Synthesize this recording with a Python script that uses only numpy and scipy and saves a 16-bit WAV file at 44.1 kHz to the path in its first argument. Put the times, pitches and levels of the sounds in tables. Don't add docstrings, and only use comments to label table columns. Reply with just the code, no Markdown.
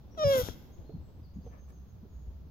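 import sys
import numpy as np
from scipy import signal
from scipy.fft import rfft, irfft
from scipy.io import wavfile

SR = 44100
rng = np.random.default_rng(int(sys.argv[2]) if len(sys.argv) > 2 else 0)


def put_to_file(sound):
    columns = np.atleast_2d(sound).T
    safe = np.clip(columns, -1, 1)
    whole_steps = np.round(safe * 32767)
    wavfile.write(sys.argv[1], SR, whole_steps.astype(np.int16))


N = 110250


def undb(db):
    return 10 ** (np.asarray(db) / 20)


def unit(x):
    return x / np.sqrt(np.mean(x ** 2))


def times():
    return np.arange(N) / SR


def freqs():
    return np.maximum(np.arange(N // 2 + 1) * SR / N, 1)


def curve(rows, axis=1):
    rows = np.array(rows)
    return np.interp(times(), rows[:, 0], rows[:, axis])


def colour(rows, axis=1):
    rows = np.array(rows)
    return undb(np.interp(np.log(freqs()), np.log(rows[:, 0]), rows[:, axis]))


def band(hz, width):
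    detuning = (freqs() ** 2 - hz ** 2) / (freqs() * width)
    return 1 / (1 + detuning ** 2)


def low_pass(hz):
    return 1 / (1 + (freqs() / hz) ** 4)


def shape(x, gain):
    return irfft(rfft(x) * gain, N)


def noise(gain):
    return unit(shape(rng.standard_normal(N), gain))


def waver(hz):
    return noise(low_pass(hz))


def ramp(at, length):
    return .5 + .5 * np.tanh(2 * (times() - at) / length)


def decay(age, t60):
    return np.exp(-np.log(1000) * age / t60)


def pan(x, db):
    return x * undb(np.array([[db], [-db]]) / 2)


PORT_LAG_S, BASS_LAG_SHARE, LAG_CORNER_HZ = 0.000428, 0.36, 787


def port_lag():
    treble_share = 1 / (1 + (LAG_CORNER_HZ / freqs()) ** 8)
    share = BASS_LAG_SHARE + (1 - BASS_LAG_SHARE) * treble_share
    return np.exp(-2j * np.pi * freqs() * PORT_LAG_S * share)


def echoes(x, t60):
    onset = ramp(0.0056, 0.0069)
    tail = rng.standard_normal((2, N)) * decay(times(), t60) * onset
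    tail = tail / np.sqrt(np.sum(tail ** 2) / 2)
    return signal.fftconvolve(x[None], tail, axes=1)[:, :N]


# f/Hz, relative spectral level/dB
GARDEN_SPECTRUM = [(20, -1.5), (40, -7.5), (62, -5), (90, -1), (130, -1), (200, -7), (300, -25.5),
                   (450, -22), (800, -30), (1300, -32.5), (2200, -42), (4500, -41), (6500, -44.5),
                   (8500, -74), (10500, -56.5), (13000, -42.5), (15800, -43)]
# t/s, level/dB
RUMBLE_LEVEL = [(0, -52.5), (.8, -54.5), (1.2, -51), (2.5, -49)]
GARDEN_DB, GARDEN_SWELL_DB = -53, 0.02
RUMBLE_HZ, RUMBLE_WIDTH_HZ = 64.7, 19.3
BASS_LIKENESS, LIKENESS_HZ = 0.59, 900


def garden():
    like = BASS_LIKENESS * low_pass(LIKENESS_HZ)
    spectrum = colour(GARDEN_SPECTRUM)
    mid = shape(rng.standard_normal(N), spectrum * np.sqrt(1 + like))
    side = shape(rng.standard_normal(N), spectrum * np.sqrt(1 - like))
    swell = undb(GARDEN_DB + GARDEN_SWELL_DB * waver(3.3))
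    air = unit(np.array([mid + side, mid - side])) * swell
    rumble = undb(curve(RUMBLE_LEVEL)) * noise(band(RUMBLE_HZ, RUMBLE_WIDTH_HZ))
    return air + pan(rumble, db=-2.5)


# t/s, level/dB
SHUFFLE_LEVEL = [(0, -65.5), (.12, -59.5), (.3, -48.5), (.52, -54.5), (.7, -59.5), (.85, -58.5),
                 (1.05, -61), (1.13, -63), (1.2, -60.5), (1.3, -73), (1.48, -59), (1.58, -66), (1.72, -65),
                 (1.9, -68.5), (2.5, -64)]
# f/Hz, relative level/dB
SHUFFLE_SPECTRUM = [(40, -17), (110, -1.5), (260, 2), (450, -7), (900, -14.5), (1500, -32.5), (3500, -31.5),
                    (8000, -52.5), (16000, -57.5)]
SHUFFLE_FLICKER_DB, SHUFFLE_WIDTH = 2, 0.75


def shuffle():
    gain = colour(SHUFFLE_SPECTRUM)
    common = noise(gain)
    separate = np.array([noise(gain), noise(gain)])
    level = undb(curve(SHUFFLE_LEVEL) + SHUFFLE_FLICKER_DB * waver(30))
    return (common + SHUFFLE_WIDTH * separate) * level


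# t/s, length/s, start f/Hz, middle f/Hz, end f/Hz, peak level/dB before panning
BIRD_WHISTLES = [(0.107, 0.06, 5560, 5780, 5580, -69), (0.719, 0.039, 6130, 6600, 6400, -70),
                 (0.84, .11, 4190, 4210, 4230, -76.5), (1.007, 0.12, 7970, 7700, 7870, -84.5),
                 (1.228, 0.046, 5050, 4630, 4160, -73), (1.337, 0.03, 6350, 6520, 6570, -75.5),
                 (1.414, 0.023, 4440, 4810, 5520, -75.5), (1.426, 0.086, 6480, 6320, 6050, -74),
                 (1.579, 0.076, 6420, 6360, 6490, -73.5), (1.718, 0.071, 6540, 6450, 6240, -74),
                 (1.867, 0.061, 6350, 6520, 6550, -78.5), (2.07, 0.21, 6670, 6670, 6590, -79.5)]
BIRD_WAVER, BIRD_ECHO_DB, BIRD_T60_S = 0.016, 3, 0.7


def birds():
    song = 0
    for at, length, start_hz, mid_hz, end_hz, db in BIRD_WHISTLES:
        progress = np.clip((times() - at) / length, 0, 1)
        arc = np.polyfit([0, .5, 1], [start_hz, mid_hz, end_hz], 2)
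        hz = np.polyval(arc, progress) * (1 + BIRD_WAVER * waver(150))
        envelope = np.sqrt(np.abs(np.sin(np.pi * progress)))
        song = song + undb(db) * envelope * np.sin(2 * np.pi * np.cumsum(hz) / SR)
    return pan(song, db=7.0) + undb(BIRD_ECHO_DB) * echoes(song, BIRD_T60_S)


# t/s, level/dB
SHELL_TAPS = [(.15, -52.5), (.487, -31)]
# f/Hz, level/dB against the tap, t60/s
SHELL_MODES = [(298, -11, 0.062), (431, 2, 0.016), (697, 1, 0.0046), (1620, -8.5, .007),
               (2300, -12.5, 0.0032)]


def taps():
    out = 0
    for at, db in SHELL_TAPS:
        age = np.maximum(times() - at, 0)
        for hz, mode_db, t60 in SHELL_MODES:
            out = out + undb(db + mode_db) * np.sin(2 * np.pi * hz * age) * decay(age, t60)
    return pan(out, db=10.5)


# t/s, level/dB, extra treble level/dB
AIR_LEVEL = [(.165, -79, -9), (.18, -62.5, -3.5), (.228, -54.5, -6), (.243, -51.5, -8.5), (.262, -50, -3),
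             (.29, -48, 3), (.335, -40, -2.5), (.362, -38, 0.5), (.385, -40.5, 8), (.408, -41, 7),
             (.43, -43.5, -1.5), (.48, -45.5, -1), (.53, -55.5, -16), (.58, -85, -1)]
# f/Hz, left level/dB, right level/dB (both relative)
MOUTH_SPECTRUM = [(200, -17, 3), (500, 10.5, -6), (935, -7, 4), (1455, 6.5, -25), (1820, -25, -9.5),
                  (2300, -9, -10), (2820, -6.5, -0.5), (3350, 9, -5), (4040, 1, -5.5), (4680, -10.5, -2),
                  (5720, 5.5, 1), (6100, 0.5, -10.5), (7000, 1, -8.5), (8120, -19, -18.5), (8440, -4, -6.5),
                  (9430, -17.5, -28.5), (10540, -4, -29), (11730, 1, -2), (12220, 8, -23.5),
                  (12380, -0.5, -6), (13460, -12, -12.5), (14800, -1, -23), (15600, -15, -28.5)]
AIR_LIKENESS, AIR_FLUTTER_DB, AIR_FLUTTER_HZ = 0.62, 1.5, 220


def hiss():
    jet, stray = rng.standard_normal((2, N))
    right_jet = AIR_LIKENESS * jet + np.sqrt(1 - AIR_LIKENESS ** 2) * stray
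    left = shape(jet, colour(MOUTH_SPECTRUM, axis=1))
    right = shape(right_jet, colour(MOUTH_SPECTRUM, axis=2) * port_lag())
    air = unit(np.array([left, right]))
    treble = shape(air, 1 / (1 + (9000 / freqs()) ** 4))
    air = air + treble * (undb(curve(AIR_LEVEL, axis=2)) - 1)
    level = undb(curve(AIR_LEVEL) + AIR_FLUTTER_DB * waver(AIR_FLUTTER_HZ))
    return air * level * (times() < AIR_LEVEL[-1][0])


# t/s, f/Hz
SQUEAK_PITCH = [(.172, 693.5), (.183, 639.3), (.2, 615.8), (.236, 614.7), (.242, 578), (.257, 566),
                (.32, 549), (.375, 516), (.395, 503), (.425, 478)]
# t/s, rms level/dB before shimmer and panning
SQUEAK_LEVEL = [(.168, -72), (.177, -43), (.195, -34), (.232, -27), (.245, -23), (.315, -22.5), (.37, -25),
                (.415, -30), (.429, -44.5)]
# thin level/dB, full level/dB, pressed level/dB
HARMONICS = [(-8, -23, -19), (-26, -29.5, -20.5), (-26.5, -31, -22.5), (-20.5, -32, -26.5),
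             (-19, -34.5, -18), (-31.5, -32.5, -24), (-31.5, -43, -28), (-21, -20.5, -48),
             (-31, -29.5, -31), (-35.5, -44, -28), (-55, -41.5, -43)]
# f/Hz, left minus right level/dB
VOICE_BALANCE = [(550, -1), (1100, 6), (1650, 8), (2300, 9), (2800, -12.5), (3300, 13), (4400, -6),
                 (5100, -2), (5700, -10.5), (6800, 7), (9000, -4.5)]
BREAK_S, BREAK_LENGTH_S, PRESSED_S, PRESSING_S = .239, 0.0033, 0.31, 0.05
HOARSE_S, HOARSENING_S = 0.356, 0.0195
CLEAN_JITTER, HOARSE_JITTER, BREAK_JITTER = .003, .017, .01
HOARSE_SHIMMER = 0.065
OVERTONE_FADE_DB_PER_S, FADE_FROM_S, STEADY_MULTIPLES = 57.5, 0.33, 3.2


def squeak():
    hoarse = ramp(HOARSE_S, HOARSENING_S)
    full = ramp(BREAK_S, BREAK_LENGTH_S)
    pressed = ramp(PRESSED_S, PRESSING_S)
    breaking = 4 * full * (1 - full)
    jitter = CLEAN_JITTER + HOARSE_JITTER * hoarse + BREAK_JITTER * breaking
    hz = curve(SQUEAK_PITCH) * (1 + jitter * waver(180))
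    phase = 2 * np.pi * np.cumsum(hz) / SR

    fade = OVERTONE_FADE_DB_PER_S * np.maximum(times() - FADE_FROM_S, 0)
    voice = np.sin(phase)
    for k, (thin_db, full_db, pressed_db) in enumerate(HARMONICS, 2):
        db = thin_db + full * (full_db - thin_db) + pressed * (pressed_db - full_db)
        db = db - max(k - STEADY_MULTIPLES, 0) * fade
        voice = voice + undb(db) * np.sin(k * phase)

    sounding = (times() > SQUEAK_LEVEL[0][0]) & (times() < SQUEAK_LEVEL[-1][0])
    shimmer = 1 + HOARSE_SHIMMER * hoarse * waver(110)
    voice = np.sqrt(2) * voice * undb(curve(SQUEAK_LEVEL)) * sounding * shimmer
    side = np.sqrt(colour(VOICE_BALANCE))
    return np.array([shape(voice, side), shape(voice, port_lag() / side)])


# t/s, level/dB before softening, f/Hz, t60/s, left minus right level/dB
BODY_BUMPS = [(.248, -23.5, 114.4, 0.16, 12), (0.269, -24.5, 108.8, 0.13, 11.5),
              (.352, -35.5, 247, 0.08, 20), (0.376, -23, 97, 0.068, 9.5), (0.413, -27, 75.5, 0.073, 5.5),
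              (.433, -19.5, 104.2, 0.051, 8.5), (.492, -31, 75.6, 0.1, 13), (.787, -38.5, 80, 0.049, 19),
              (.892, -41, 434, 0.09, -7.5), (.894, -46.5, 664, 0.044, 2), (.936, -32, 178, 0.087, -3),
              (0.945, -36.5, 111.6, 0.15, 7), (0.956, -39, 211, 0.095, -10), (.982, -34, 75.6, 0.3, 5),
              (1.173, -35, 74.3, 0.2, 1), (1.36, -31.5, 188.3, 0.086, 3.5),
              (1.384, -30, 193.7, 0.065, -2.5), (1.452, -38, 98, 0.096, 0), (1.464, -41.5, 474, 0.078, -6),
              (1.466, -53.5, 737, 0.055, 2), (2.028, -40, 203, 0.107, 0), (2.051, -43.5, 393, 0.055, -7),
              (2.159, -39, 70.8, 0.21, -4), (2.273, -37.5, 66.2, 0.6, 2.5)]
BUMP_ATTACK_S, BUMP_DULL = 0.0027, 2.14
BUMP_RUB, BUMP_RUB_WIDTH = 0.33, 0.69


def bumps():
    out = 0
    for at, db, hz, t60, pan_db in BODY_BUMPS:
        age = np.maximum(times() - at, 0)
        envelope = (1 - np.exp(-age / BUMP_ATTACK_S)) * decay(age, t60)
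        rub = BUMP_RUB * noise(band(hz, hz * BUMP_RUB_WIDTH))
        ring = -np.sin(2 * np.pi * hz * age) + rub
        bump = undb(db) * shape(envelope * ring, low_pass(BUMP_DULL * hz))
        out = out + pan(bump, pan_db)
    return out


# f/Hz, width/Hz, relative level/dB
HOLLOW_RESONANCES = [(563, 210, 4), (1160, 220, -1), (1750, 160, -4), (2300, 500, -13.5)]
# t/s, half length/s of the rise, hollow level/dB, dry hiss level/dB
CLAW_SCUFFS = [(1.544, 0.022, -60.5, -87), (1.7, 0.015, -68, -76.5)]
SCUFF_TAIL = 1.7
DRY_HZ, DRY_WIDTH_HZ = 5900, 19000


def scuff():
    body = sum(undb(db) * band(hz, width) for hz, width, db in HOLLOW_RESONANCES)
    out = 0
    for at, half, hollow_db, dry_db in CLAW_SCUFFS:
        width = half * np.where(times() > at, SCUFF_TAIL, 1)
        envelope = np.exp(-.5 * ((times() - at) / width) ** 2)
        flicker = undb(2 * waver(130))
        grain = []
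        for _ in range(2):
            hollow = undb(hollow_db) * noise(body)
            dry_hiss = undb(dry_db) * noise(band(DRY_HZ, DRY_WIDTH_HZ))
            grain.append(hollow + dry_hiss)
        out = out + np.array(grain) * flicker * envelope
    return pan(out, db=3.5)


# f/Hz, relative level/dB
YARD_SPECTRUM = [(500, -27.5), (800, -8), (1200, 2), (3300, 1.5), (6000, 1.5), (10000, -5.5), (11900, -1.5),
                 (13300, 6.5), (15500, 5.5)]
YARD_T60_S, YARD_DB = 0.89, -14.5


def scene():
    tortoise = squeak() + hiss() + taps()
    sent = shape(tortoise.mean(axis=0), colour(YARD_SPECTRUM))
    yard = undb(YARD_DB) * echoes(sent, YARD_T60_S)
    return tortoise + yard + bumps() + shuffle() + scuff() + birds() + garden()


TOP_HZ = 15800


def record(dry):
    return signal.sosfilt(signal.ellip(10, .2, 80, TOP_HZ, fs=SR, output="sos"), dry)


dry = scene()
out = record(dry)
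put_to_file(out)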